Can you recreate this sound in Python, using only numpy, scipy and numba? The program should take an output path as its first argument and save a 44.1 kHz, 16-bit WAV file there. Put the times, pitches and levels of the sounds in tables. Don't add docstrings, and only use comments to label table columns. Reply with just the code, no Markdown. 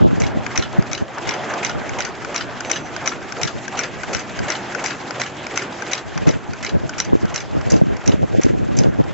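import sys
import numpy as np
from scipy import signal
from scipy.fft import rfft, irfft
from scipy.io import wavfile
from scipy.ndimage import uniform_filter1d, minimum_filter1d
from numba import njit

SR = 44100
rng = np.random.default_rng(int(sys.argv[2]) if len(sys.argv) > 2 else 0)


def store_wav(level_fs):
    pcm = np.round(np.clip(np.atleast_2d(level_fs), -1, 1) * 32767)
    wavfile.write(sys.argv[1], SR, pcm.T.astype(np.int16))


N = 402633
T = np.arange(N) / SR
BOTH, OPPOSED = np.array([[1], [1]]), np.array([[1], [-1]])

# start_s, drone_db, rumble_db, rattle_db, blows_left_minus_right_db
LEVELS = [(0.0, -36.5, -31.5, -43.5, 2), (0.499, -36, -32.5, -39, 2.5), (0.689, -39, -35, -39.5, 0),
          (0.76, -34, -30.5, -41, 3.5), (1.08, -45, -36, -44.5, 4), (1.2, -40, -30.5, -39, 8),
          (1.5, -36.5, -26, -35, 6.5), (1.72, -38.5, -29.5, -38.5, -1.5), (2.099, -40.5, -33.5, -39.5, 4),
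          (3.0, -35.5, -32.5, -38.5, 1), (3.2, -39.5, -35, -39, 6), (4.1, -38.5, -34.5, -37, 3.5),
          (4.7, -36, -31.5, -34.5, 8.5), (5.3, -37.5, -34.5, -39, 4), (5.899, -38.5, -31, -36.5, 3),
          (6.05, -42, -35.5, -40, 3), (6.5, -44, -37.5, -42.5, 0.5), (7.05, -40.5, -35, -42.5, 1),
          (7.75, -46, -36, -40.5, -2), (7.85, -59, -34.5, -44, 1), (8.12, -38.5, -36, -42.5, -1.2),
          (8.2, -52, -37, -42.5, -2), (8.5, -36, -38.5, -42.5, -1.5), (9.13, -43, -35.5, -45.5, -2)]
MACHINE_PAN_DB = -0.6
# pitch_hz, side_minus_mid_db
STEREO_WIDTH = [(60, -7.5), (300, -12), (1000, -6), (2800, -10), (4000, -23), (4800, -0.5), (7500, -10.5)]

# pitch_hz, level_db (per Hz)
DRONE_SPECTRUM = [(25, -17.5), (60, -19), (100, -6.5), (125, 0.5), (165, -2), (250, 2), (320, -0.5)]
# pitch_hz, width_hz, level_db (against the drone)
MOTOR_HUMS = [(126.1, 8.7, -10), (356.7, 12, -8)]
# pitch_hz, level_db (per Hz)
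RUMBLE_SPECTRUM = [(250, -17.5), (350, 1), (500, -5.5), (700, 0.5), (1100, -9), (1500, -6.5), (2200, -19),
                   (3200, -18)]
# pitch_hz, level_db (per Hz)
RATTLE_SPECTRUM = [(500, 0), (1000, -2.5), (1500, 3.5), (2300, 3), (3200, -8), (4300, -11), (5000, -10.5),
                   (6100, -8), (7400, -11.5)]
# offset_s (from the main blow), level_db
SLIDE_STROKE = [(-.25, -4), (-.21, 1), (-.17, -1), (-.14, 4), (-.12, 0), (-.09, -1), (-.06, 7), (-.026, -3),
                (-.016, 10), (-.005, 7.5), (.004, 10), (.03, 5.5), (.055, 7), (.075, 1), (.107, -2)]
# pitch_hz, level_db (per Hz)
FIZZ_SPECTRUM = [(3400, 1), (4300, 0), (5400, -1.5), (7000, -2.5)]
FIZZ_DB = -18

# start_s, level_db
BREEZE_LEVELS = [(0, -16.5), (.35, -26), (.5, -35), (.95, -32), (1.1, -44), (1.7, -38), (1.9, -33),
                 (2.15, -38), (3.4, -40.5), (4.3, -38.5), (4.7, -48), (6, -52), (6.4, -35.5), (7.0, -31),
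                 (7.45, -33), (7.9, -18), (8.02, -37.5), (8.2, -19), (8.265, -28), (8.31, -22),
                 (8.425, -29), (8.5, -16.5), (9.13, -25)]
# peak_s, peak_db, length_s (within 10 dB of the peak)
WIND_GUSTS = [(.045, -9, .08), (.15, -19, .07), (.235, -18, .13), (.37, -18, .08), (.594, -17, .05),
              (.668, -26, .05), (.793, -16, .05), (1.023, -13, .025), (1.285, -24, .05), (1.77, -25, .14),
              (1.92, -28, .06), (1.985, -27, .06), (3.445, -22, .06), (3.56, -27, .06), (4.096, -24, .05),
              (4.166, -24, .05), (4.42, -17, .07), (6.095, -28, .1), (6.171, -22, .04), (6.226, -16, .05),
              (6.283, -9, .05), (6.35, -19, .05), (6.515, -23, .07), (6.645, -27, .08), (6.752, -13.5, .06),
              (6.834, -20, .06), (7.09, -15, .05), (7.14, -15, .08), (7.24, -16, .04), (7.32, -23, .1),
              (7.56, -16.5, .11), (7.675, -18, .07), (7.752, -11, .11), (7.82, -16, .04), (7.92, -22, .1),
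              (8.095, -11.5, .07), (8.143, -12, .05), (8.23, -13.5, .07), (8.347, -15, .05),
              (8.39, -12, .035), (8.461, -10, .042), (8.546, -13, .04), (8.582, -16, .03),
              (8.615, -16, .09), (8.72, -19, .13), (8.81, -14, .07), (8.875, -13, .09), (9.003, -9.5, .035),
              (9.1, -21, .06)]
GUST_SHAPE = 1.9
# pitch_hz, width_hz, level_db, gained_db (for each dB of wind)
BUFFET_BANDS = [(55, 60, -9, .05), (110, 120, 0, 0), (210, 200, -2, .1), (380, 300, -3, .3),
                (650, 400, -9, .45), (1000, 450, -20, .5)]
SHARED_BASS_HZ, SHARED_BASS_DB = 60, -54
# peak_s, peak_db, pitch_hz
PUFFS = [(0.03, -6, 226), (0.041, -8, 216), (0.0518, -12, 151), (0.0603, -3, 248), (0.0712, -7, 115),
         (0.1317, -2, 225), (0.3734, -5.7, 240), (0.7906, 5.5, 170), (1.024, -10, 180), (6.278, -20, 191),
         (6.2967, -13, 180), (7.133, 7, 313), (7.154, 5, 336), (7.5515, -6, 288), (7.5645, -10, 260),
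         (7.7216, -3, 459), (7.815, 1, 537), (7.822, 6, 177), (7.8382, -5, 242), (8.1423, -2, 292),
         (8.2309, -2, 565), (8.35, -1.5, 516), (8.386, 3, 242), (8.397, 3.5, 370), (8.4533, -9, 262),
         (8.4658, 4.5, 321), (8.4752, -9, 252), (8.5077, -5, 395), (8.7884, -2, 168), (8.846, -3, 479),
         (8.8885, -4, 146), (8.993, 0, 229), (9.004, 0, 218)]

TURN_S, MAIN_BLOW_S = .35715, .577
# offset_s (from the main blow), pitch_hz, width_hz, level_db, decay_s
TURN_TICKS = [(-.210, 3140, 2920, -31.5, 0.0049), (-.140, 2630, 2526, -36, 0.008),
              (-.110, 900, 507, -24.5, .006), (-.048, 2180, 1930, -42, 0.0046),
              (-.040, 499, 596, -25, .012), (-.010, 697, 704, -25, 0.0073), (0.074, 360, 300, -30, 0.015)]
# start_s, level_db, pitch_hz
HAND_BUMPS = [(0.024, -19.5, 243), (0.048, -21, 278), (0.35, -22.5, 242), (0.789, -25, 349),
              (3.429, -26.5, 133), (4.41, -28, 180), (7.098, -28.5, 163.5), (7.549, -28, 178),
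              (7.745, -27, 145), (7.839, -29, 127), (8.069, -29, 196), (8.129, -31, 148),
              (8.17, -28.5, 200), (8.218, -24, 158), (8.337, -26, 127), (8.378, -23.5, 200),
              (8.447, -24, 354), (8.489, -24, 124), (8.537, -30, 125), (8.593, -24, 283), (8.7, -32, 173),
              (8.793, -24.5, 232), (8.848, -26, 162), (8.992, -20.5, 128)]
BUMP_CYCLES = 3.6

# start_s, level_db, brightness_db (high minus low modes)
TOOL_BLOWS = [(0.11, -25, -21), (0.2017, -21.5, 8), (0.2196, -15.5, -2), (0.2377, -20, -10),
              (0.2664, -23.5, 8), (0.4657, -13, -13), (0.559, -16, -6), (0.5772, -6, 3), (0.596, -17, -11),
              (0.6252, -15.5, -7), (0.8246, -24, -6), (0.916, -22.5, -3), (0.9325, -12, 2),
              (0.9504, -18, 0), (0.979, -21, -2), (1.1845, -26, -6), (1.2737, -26, -3), (1.2922, -11, -1),
              (1.3104, -19, -1), (1.3396, -20, -4), (1.539, -17, -10), (1.6326, -19, -10), (1.649, -9, 1),
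              (1.6662, -18, 2), (1.6963, -16, -8), (1.894, -17.5, -6.5), (1.988, -17.5, -4),
              (2.006, -11.5, -1), (2.023, -21, 3), (2.0511, -17, 1), (2.2485, -17.5, -9),
              (2.3458, -18.5, -4), (2.3619, -10, 0.5), (2.379, -19, 7), (2.4092, -15.5, -7),
              (2.607, -16, -3.5), (2.6992, -16, -6), (2.7156, -6.5, 4.5), (2.733, -17, -4),
              (2.761, -17.5, -9), (2.965, -16, -7), (3.06, -16, -2.5), (3.076, -6, 1.5), (3.093, -22.5, 12),
              (3.1216, -18.5, -22), (3.3236, -18, -3.5), (3.4154, -18, 2), (3.4336, -8.5, 2),
              (3.4516, -23, 0), (3.477, -17.5, -3.5), (3.681, -17, -9), (3.7738, -22, -1), (3.792, -9.5, 0),
              (3.8124, -22, -5), (3.8366, -17.5, -2), (4.035, -17, -10.5), (4.134, -18, 1),
              (4.149, -11, -2), (4.1683, -25, 10), (4.196, -25, 11), (4.392, -16.5, -7),
              (4.4844, -18.5, -7), (4.5036, -11.5, -2), (4.5216, -17, 2), (4.5533, -19, -13),
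              (4.75, -15, -9), (4.842, -18.5, -2), (4.8612, -10.5, 0), (4.883, -25, -3), (4.907, -19, -8),
              (5.1086, -16, -7), (5.2, -18.5, -4), (5.217, -9.5, -5), (5.2363, -22, -2), (5.2633, -21, -6),
              (5.468, -17.5, -8), (5.5586, -21, -2), (5.576, -8, -0.5), (5.595, -19, -12), (5.622, -19, -7),
              (5.823, -16.5, -8.5), (5.916, -21, 14), (5.9342, -8.5, 2.5), (5.953, -21, 5), (5.98, -22, 1),
              (6.1776, -17, -4.5), (6.272, -19, -4), (6.291, -15, 4), (6.31, -23, 2), (6.3379, -27, -9),
              (6.5349, -22, -5.5), (6.629, -21, -4), (6.6484, -13.5, -7), (6.6654, -17, 0),
              (6.694, -21.5, 0), (6.895, -18.5, -3.5), (6.984, -17, -1), (7.002, -6.5, 6), (7.021, -27, -3),
              (7.049, -27, 13), (7.2553, -26, -6), (7.344, -20, 2), (7.361, -10.5, 4), (7.379, -20.5, 8),
              (7.405, -21.5, 1), (7.613, -27, -6), (7.703, -18.5, 21), (7.721, -14, 19), (7.74, -25, 1),
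              (7.765, -25, 2), (7.968, -29, -3), (8.0607, -24, 7), (8.0777, -11, 8), (8.095, -23, -5),
              (8.12, -21.5, -4), (8.3233, -36, -3), (8.4152, -29, 10), (8.435, -15, 9), (8.4528, -28, -2),
              (8.4857, -29, -9), (8.68, -35, -5), (8.77, -23.5, 15), (8.7886, -9.5, 10), (8.8059, -30, 4),
              (8.8358, -23.5, -2), (9.04, -36, -2)]
# offset_s (from the main blow), contact_s, chatter_s, chatter_db, knock_db, middle_modes_db
CAM_CONTACTS = [(-.110, .0013, 0.0068, -17.5, 19, -12.5), (-.017, 0.0019, 0.016, -4, 10, -4),
                (0, 0.0006, 0.012, -17, 16.5, -7), (.018, 0.0012, .011, -10, 11.5, 1.5),
                (.046, 0.002, 0.016, -7, 15, -0.1)]
# pitch_hz, t60_s, then level_db as each of the five cams excites it
TOOL_MODES = [(1424, 0.035, -14, -6, -5.5, -7.5, 1.5), (1516, .022, 9, -5.5, -4, -7, -5.5),
              (1733, .014, 0, -2, -23, -5, 1.5), (2170, 0.011, 1, 3, 5.5, 12.5, -3),
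              (2380, 0.011, 1, -1, 0, 0, -14), (2920, 0.0089, 12.5, 10.5, -3.5, 5.5, 2.5),
              (3365, 0.013, -5, -3.5, -8, -5, -4), (3945, 0.015, -9, 3.5, -2, 1.5, -5.5),
              (4866, 0.01, 0.5, -4.5, -23.5, 4.5, 9.5), (5330, 0.009, 1, -2, -3, 9, -2),
              (5780, 0.009, -6.5, -1.5, 1, -2.5, 0.5), (6006, 0.008, -2, -2, 2, -1.5, 8),
              (6400, 0.009, -0.5, 1.5, -14, -4, -0.5), (7200, 0.01, -8, -3, -13, -7, -7)]
GROUP_HZ = 2600, 4500
COLOUR_SCATTER_DB, PAN_SCATTER_DB = 3.5, 2
RISE_S = .0007
RAGGED_DB, CHATTER_HZ = 4, 2800
HALL_T60_S, HALL_DB = 0.14, -16

# peak_s, length_s, level_db, pitch_hz
HOUSING_SURGES = [(0.397, 0.055, -36, 595), (0.558, 0.023, -27, 740), (0.758, 0.068, -29.5, 634),
                  (1.183, 0.025, -26.5, 1030), (1.335, 0.087, -30, 685), (1.441, 0.068, -34, 594),
                  (1.534, 0.081, -28, 640), (1.617, .05, -33, 523), (1.699, 0.031, -32, 724),
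                  (1.976, 0.087, -29, 670), (2.329, 0.12, -32, 503), (2.691, 0.088, -30, 524),
                  (3.047, 0.07, -28.5, 695), (3.398, 0.065, -30.5, 510), (3.753, 0.054, -27.5, 760),
                  (3.814, 0.063, -31, 400), (4.122, 0.071, -27.5, 520), (4.47, 0.048, -30, 730),
                  (4.658, 0.026, -40, 370), (4.759, 0.044, -32, 514), (4.839, 0.057, -30, 600),
                  (5.188, 0.071, -30, 610), (5.54, 0.061, -31, 447), (5.89, 0.055, -38, 510),
                  (6.285, 0.062, -28, 398), (6.664, 0.039, -41, 610), (7.086, 0.041, -40, 470),
                  (7.319, 0.034, -34.5, 780), (8.132, 0.028, -27.5, 426), (8.352, 0.043, -31.5, 470),
                  (8.808, 0.091, -35.5, 437), (8.855, .025, -31.5, 460)]
SURGE_WIDTH = 0.96
# start_s, peak_db
STOP_TAPS = [(0.5104, -25), (0.8664, -27), (1.2264, -28), (1.5824, -23), (1.935, -19), (2.2917, -26),
             (2.6484, -15), (3.0086, -20), (3.3684, -23), (3.7244, -23), (4.0804, -22), (4.4328, -20),
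             (4.7945, -18), (5.1542, -23), (5.5104, -23), (5.8661, -19), (6.2218, -24), (6.5774, -29),
             (6.9356, -19), (7.2974, -27), (7.6535, -22), (8.0102, -29)]
# pitch_hz, t60_s, level_db
STOP_MODES = [(1650, .012, -5.5), (2270, 0.011, 1), (2880, 0.0089, -2.5), (3700, .007, -9.5),
              (5600, .006, -12)]
# peak_s, length_s, level_db
METAL_SQUEAKS = [(2.68, 0.044, -38), (2.76, 0.04, -29), (2.805, 0.03, -49), (2.856, 0.048, -42),
                 (2.89, 0.018, -48), (2.947, 0.035, -47)]
# pitch_hz, level_db
SQUEAK_PARTIALS = [(6065, 0), (3300, -13)]

# start_s, end_s, level_db, from_hz, to_hz
MID_DIPS = [(.03, .07, -12, 900, 2500), (.025, .10, -24, 450, 750), (7.14, 7.175, -16, 250, 1300),
            (7.805, 7.845, -24, 30, 1100), (7.845, 7.915, -9, 200, 900), (8.0, 8.04, -14, 20, 150),
            (8.17, 8.24, -26, 620, 1100), (8.16, 8.21, -10, 250, 500), (8.33, 8.405, -26, 800, 1350),
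            (8.44, 8.46, -14, 600, 1500), (8.465, 8.535, -32, 380, 900), (8.57, 8.61, -16, 550, 1050),
            (8.66, 8.68, -14, 100, 1300), (8.68, 8.745, -26, 450, 780), (8.885, 8.91, -12, 250, 900),
            (9.02, 9.05, -10, 200, 700)]
DUCK_ABOVE_DB, DUCK_DB_PER_DB, DUCK_LAG_S, DUCK_TOP_HZ = -11.5, 2.8, 0.049, 1220
TOP_HZ, FINAL_TOP_HZ = 7620, 14900


def undb(db):
    return 10 ** (np.asarray(db) / 20)


def unit(x):
    return x / np.sqrt(np.mean(x ** 2))


def on_log(table, hz):
    table_hz, table_db = np.transpose(table)
    return np.interp(np.log(hz), np.log(table_hz), table_db)


@njit
def svf(x, hz, width):
    y, band, low = np.empty(len(x)), 0., 0.
    g, k = np.tan(np.pi * hz / SR), width / hz
    for i in range(len(x)):
        v = (band + g * (x[i] - low)) / (1 + g * (g + k))
        band, low, y[i] = 2 * v - band, low + 2 * g * v, k * v
    return y


def steep(x, hz, width):
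    once = svf(x + 1e-18, 1. * hz, 1. * width)
    return svf(once, 1. * hz, 1. * width)


def walk(rate):
    hold = int(SR / rate)
    steps = np.repeat(rng.standard_normal(N // hold + 1), hold)
    return 1.8 * uniform_filter1d(steps, hold)[:N]


def grit(rate, spread_db):
    clicks = (rng.random(N) < rate / SR) * rng.standard_normal(N)
    return clicks * undb(spread_db * np.minimum(rng.exponential(size=N), 4))


def add(out, s, sound):
    i = int(s * SR)
    if 0 <= i < N:
        out[..., i:i + sound.shape[-1]] += sound[..., :N - i]


def bank(spectrum, source, flicker_db, rate):
    out = 0
    low_hz, high_hz = spectrum[0][0], spectrum[-1][0]
    for hz in low_hz * 2 ** np.arange(0, np.log2(high_hz / low_hz) + 1 / 6, 1 / 3):
        mid = unit(steep(source(), hz, hz / 3))
        side = unit(steep(source(), hz, hz / 3))
        gain = undb(on_log(spectrum, hz) + flicker_db * walk(rate)) * np.sqrt(hz)
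        out = out + gain * (mid + undb(on_log(STEREO_WIDTH, hz)) * side * OPPOSED)
    return out / np.sqrt(np.mean(out.mean(0) ** 2))


def frame_drone():
    hum = sum(undb(db) * unit(svf(rng.standard_normal(N), 1. * hz, 1. * width_hz))
              for hz, width_hz, db in MOTOR_HUMS)
    return bank(DRONE_SPECTRUM, lambda: rng.standard_normal(N), flicker_db=1.0, rate=9) + hum


def housing_rumble():
    return bank(RUMBLE_SPECTRUM, lambda: rng.standard_normal(N) + 5.0 * grit(150, 3.0), flicker_db=1.6, rate=24)


def slides():
    first_s = SLIDE_STROKE[0][0]
    offset = (T - MAIN_BLOW_S - first_s) % TURN_S + first_s
    stroke_db = np.interp(offset, *np.transpose(SLIDE_STROKE))
    fizz = bank(FIZZ_SPECTRUM, lambda: rng.standard_normal(N) + 3 * grit(500, 2.5), flicker_db=2.5, rate=30)
    rattle = bank(RATTLE_SPECTRUM, lambda: rng.standard_normal(N) + 3.5 * grit(500, 2.5), flicker_db=1.6, rate=45)
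    return undb(FIZZ_DB) * fizz + undb(stroke_db) * rattle


def wind_level():
    t = T[::64]
    gusts = [peak_db - 10 * abs(2 * (t - s) / length) ** GUST_SHAPE for s, peak_db, length in WIND_GUSTS]
    breeze = np.interp(t, *np.transpose(BREEZE_LEVELS))
    return np.interp(T, t, np.max([breeze, *gusts], axis=0))


def eddies(wind_db):
    whirl = (grit(1000, 1.9) + 0.087 * rng.standard_normal(N)) * undb(1.4 * walk(60))
    whirl = signal.sosfilt(signal.butter(2, 900, fs=SR, output="sos"), whirl)
    out = np.zeros(N)
    for k, (hz, width_hz, band_db, gained) in enumerate(BUFFET_BANDS):
        level_db = wind_db + band_db + gained * (wind_db + 15)
        out += (-1) ** k * undb(level_db) * unit(steep(whirl, hz, width_hz))
    return out


def wind():
    wind_db = wind_level()
    bass_db = SHARED_BASS_DB + 0.6 * (wind_db + 28.5) + 3.5 * walk(8)
    bass = undb(bass_db) * unit(steep(rng.standard_normal(N), SHARED_BASS_HZ, SHARED_BASS_HZ))
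    shared_db = -23 - 0.35 * (wind_db + 19.5) + 1.4 * walk(25)
    return undb(-2.5) * eddies(wind_db) * OPPOSED + bass + undb(shared_db) * eddies(wind_db)


def ticks():
    out, t = np.zeros(N), np.arange(2048) / SR
    for offset, hz, width_hz, db, decay in TURN_TICKS:
        shape = np.zeros(N)
        pulse = (1 - np.exp(-t / 0.0014)) * np.exp(-t / decay)
        for turn, (late, size) in zip(range(-2, 25), rng.standard_normal((27, 2))):
            s = MAIN_BLOW_S + turn * TURN_S + offset + 0.0014 * late
            add(shape, s, undb(2.5 * size) * pulse)
        out += undb(db) * shape * unit(svf(rng.standard_normal(N), 1. * hz, 1. * width_hz))
    return out


def puffs():
    out = np.zeros(N)
    for (s, peak_db, hz), sign in zip(PUFFS, rng.choice([-1, 1], len(PUFFS))):
        t = np.linspace(-2 / hz, 2 / hz, int(4 * SR / hz))
        swing = np.cos(2 * np.pi * hz * t) * np.exp(-(1.7 * hz * t) ** 2)
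        add(out, s + t[0], sign * undb(peak_db) * swing)
    return out * OPPOSED


def bumps():
    out = np.zeros(N)
    for (s, db, hz), phase in zip(HAND_BUMPS, rng.random(len(HAND_BUMPS))):
        turns = np.arange(int(3 * BUMP_CYCLES * SR / hz)) * hz / SR
        rise = 2 * turns / BUMP_CYCLES
        swell = rise * np.exp(1 - rise ** 2 / 2) / np.sqrt(np.e)
        add(out, s, undb(db) * swell * np.sin(2 * np.pi * (turns + phase)))
    return out


def contact_force(t, lead, contact, chatter, chatter_db, knock_db):
    impacts = (rng.random(len(t)) < CHATTER_HZ / SR) * undb(RAGGED_DB * rng.standard_normal(len(t)))
    impacts = impacts * np.sqrt(SR / CHATTER_HZ)
    push = np.exp(-.5 * ((t - lead) / contact) ** 2)
    push = push + undb(chatter_db) * impacts * (t > lead) * np.exp(-(t - lead) / chatter)
    force = push * rng.standard_normal((2, len(t)))
    force[0, int(lead * SR)] += undb(knock_db)
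    return force


def tool_rings(t, tool, cam):
    detune, tilt = rng.standard_normal((2, len(tool), 1))
    hz, t60 = tool[:, :1] * (1 + 0.025 * detune), tool[:, 1:2]
    envelope = (1 - np.exp(-t / RISE_S)) * np.exp(-np.log(1000) * t / t60) / np.sqrt(t60)
    return undb(tool[:, 2 + cam, None] + 1.5 * tilt) * envelope * np.sin(2 * np.pi * hz * t)


def blows(pan_db):
    out, t, lead = np.zeros((2, N)), np.arange(4096) / SR, .004
    tool, cams = np.array(TOOL_MODES), np.array(CAM_CONTACTS)
    group = np.searchsorted(GROUP_HZ, tool[:, 0])
    for (s, level_db, bright_db), chance in zip(TOOL_BLOWS, rng.standard_normal((len(TOOL_BLOWS), 2))):
        away = (s - MAIN_BLOW_S - cams[:, 0] + TURN_S / 2) % TURN_S - TURN_S / 2
        cam = np.argmin(abs(away))
        *contact_settings, middle_db = cams[cam, 1:]
        share = undb([-bright_db / 2, middle_db + COLOUR_SCATTER_DB * chance[0], bright_db / 2])
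        share /= np.sqrt((share ** 2).sum())
        lean_db = pan_db[int(s * SR)] + PAN_SCATTER_DB * chance[1]
        force = contact_force(t, lead, *contact_settings)
        rings = tool_rings(t, tool, cam)
        for g in range(3):
            pair = irfft(rfft(force) * rfft(rings[group == g].sum(0)))
            mid, side = pair / np.sqrt(2 * uniform_filter1d(pair ** 2, size=40).max(1, keepdims=True))
            width = undb(on_log(STEREO_WIDTH, tool[group == g, 0].mean()) + 1.5)
            gain = share[g] * undb(level_db + lean_db / 2 * OPPOSED)
            add(out, s - lead - .001, gain * (mid + width * side * OPPOSED))
    return out


def hall(hits):
    t = np.arange(int(.5 * SR)) / SR
    decay = np.exp(-np.log(1000) * t / HALL_T60_S) * (1 - np.exp(-t / 0.0061))
    tail = rng.standard_normal((2, len(t))) * decay
    tail /= np.sqrt((tail ** 2).sum(1, keepdims=True))
    return undb(HALL_DB) * signal.fftconvolve(hits[None], tail)[:, :N]


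def surges():
    out, t = np.zeros(N), np.arange(-8192, 8192) / SR
    for s, length, db, hz in HOUSING_SURGES:
        tone = unit(steep(rng.standard_normal(len(t)), hz, SURGE_WIDTH * hz))
        add(out, max(s + t[0], 0), undb(db) * np.exp(-(2 * t / length) ** 4) * tone)
    return out


def taps():
    out, t, modes = np.zeros(N), np.arange(1024) / SR, np.array(STOP_MODES)[:, :, None]
    for s, peak_db in STOP_TAPS:
        hz = modes[:, 0] * (1 + .03 * rng.standard_normal((len(modes), 1)))
        decay = undb(modes[:, 2]) * np.exp(-np.log(1000) * t / modes[:, 1])
        ring = (decay * np.sin(2 * np.pi * hz * t)).sum(0)
        tap = np.convolve(ring, np.hanning(50) * rng.standard_normal(50))
        add(out, s, undb(peak_db) * tap / abs(tap).max())
    return out


def squeaks():
    swell = sum(undb(db) * np.exp(-(2 * (T - s) / length) ** 2) for s, length, db in METAL_SQUEAKS)
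    warped_s = np.cumsum(1 + .003 * walk(200) + .002 * walk(25)) / SR
    tones = sum(undb(db) * np.sin(2 * np.pi * hz * warped_s) for hz, db in SQUEAK_PARTIALS)
    return swell * undb(2 * walk(110)) * tones


def dip_mid(x):
    mid = x.mean(0)
    for start, end, db, *band_hz in MID_DIPS:
        near = slice(max(int((start - .05) * SR), 0), int((end + .05) * SR))
        inside = abs(T[near] - (start + end) / 2) < (end - start) / 2
        gate = uniform_filter1d(1. * inside, size=300)
        band = signal.sosfiltfilt(signal.butter(3, band_hz, "band", fs=SR, output="sos"), mid[near])
        mid[near] -= gate * (1 - undb(db)) * band
    return x - x.mean(0) + mid


def scene():
    s, *columns = np.transpose(LEVELS)
    drone_db, rumble_db, rattle_db, pan_db = (np.interp(T, s, column) for column in columns)
    machine = undb(drone_db) * frame_drone() + undb(rumble_db) * housing_rumble()
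    machine = machine + undb(rattle_db) * slides() + surges() + squeaks()
    hits = blows(pan_db) + taps() + undb(0.71 * (rattle_db + 35.5)) * ticks() * BOTH
    air = wind() + puffs()
    return dip_mid(machine * undb(MACHINE_PAN_DB / 2 * OPPOSED) + hits + hall(hits.mean(0)) + air) + bumps()


def duck_mid(x):
    mid, side = (x[0] + x[1]) / 2, (x[0] - x[1]) / 2
    keep = np.exp(-1 / (DUCK_LAG_S * SR))
    power = side ** 2
    for _ in range(2):
        power = signal.lfilter([1 - keep], [1, -keep], power)
    excess_db = np.maximum(10 * np.log10(power + 1e-12) - DUCK_ABOVE_DB, 0)
    gain = undb(-DUCK_DB_PER_DB * excess_db)
    low_mid = signal.sosfiltfilt(signal.butter(3, DUCK_TOP_HZ, fs=SR, output="sos"), mid)
    return x - (1 - gain) * low_mid


def record(dry):
    x = duck_mid(dry)
    overloaded = .96 * x / (1 + np.abs(x) ** 8) ** (1 / 8)
    x = signal.sosfilt(signal.ellip(9, .2, 70, TOP_HZ, fs=SR, output="sos"), overloaded)
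    gain = minimum_filter1d(np.minimum(1, .89 / (np.abs(x) + 1e-9)), size=129)
    limited = x * uniform_filter1d(gain, size=65)
    return signal.sosfilt(signal.ellip(8, .2, 70, FINAL_TOP_HZ, fs=SR, output="sos"), limited)


dry = scene()
out = record(dry)
store_wav(out)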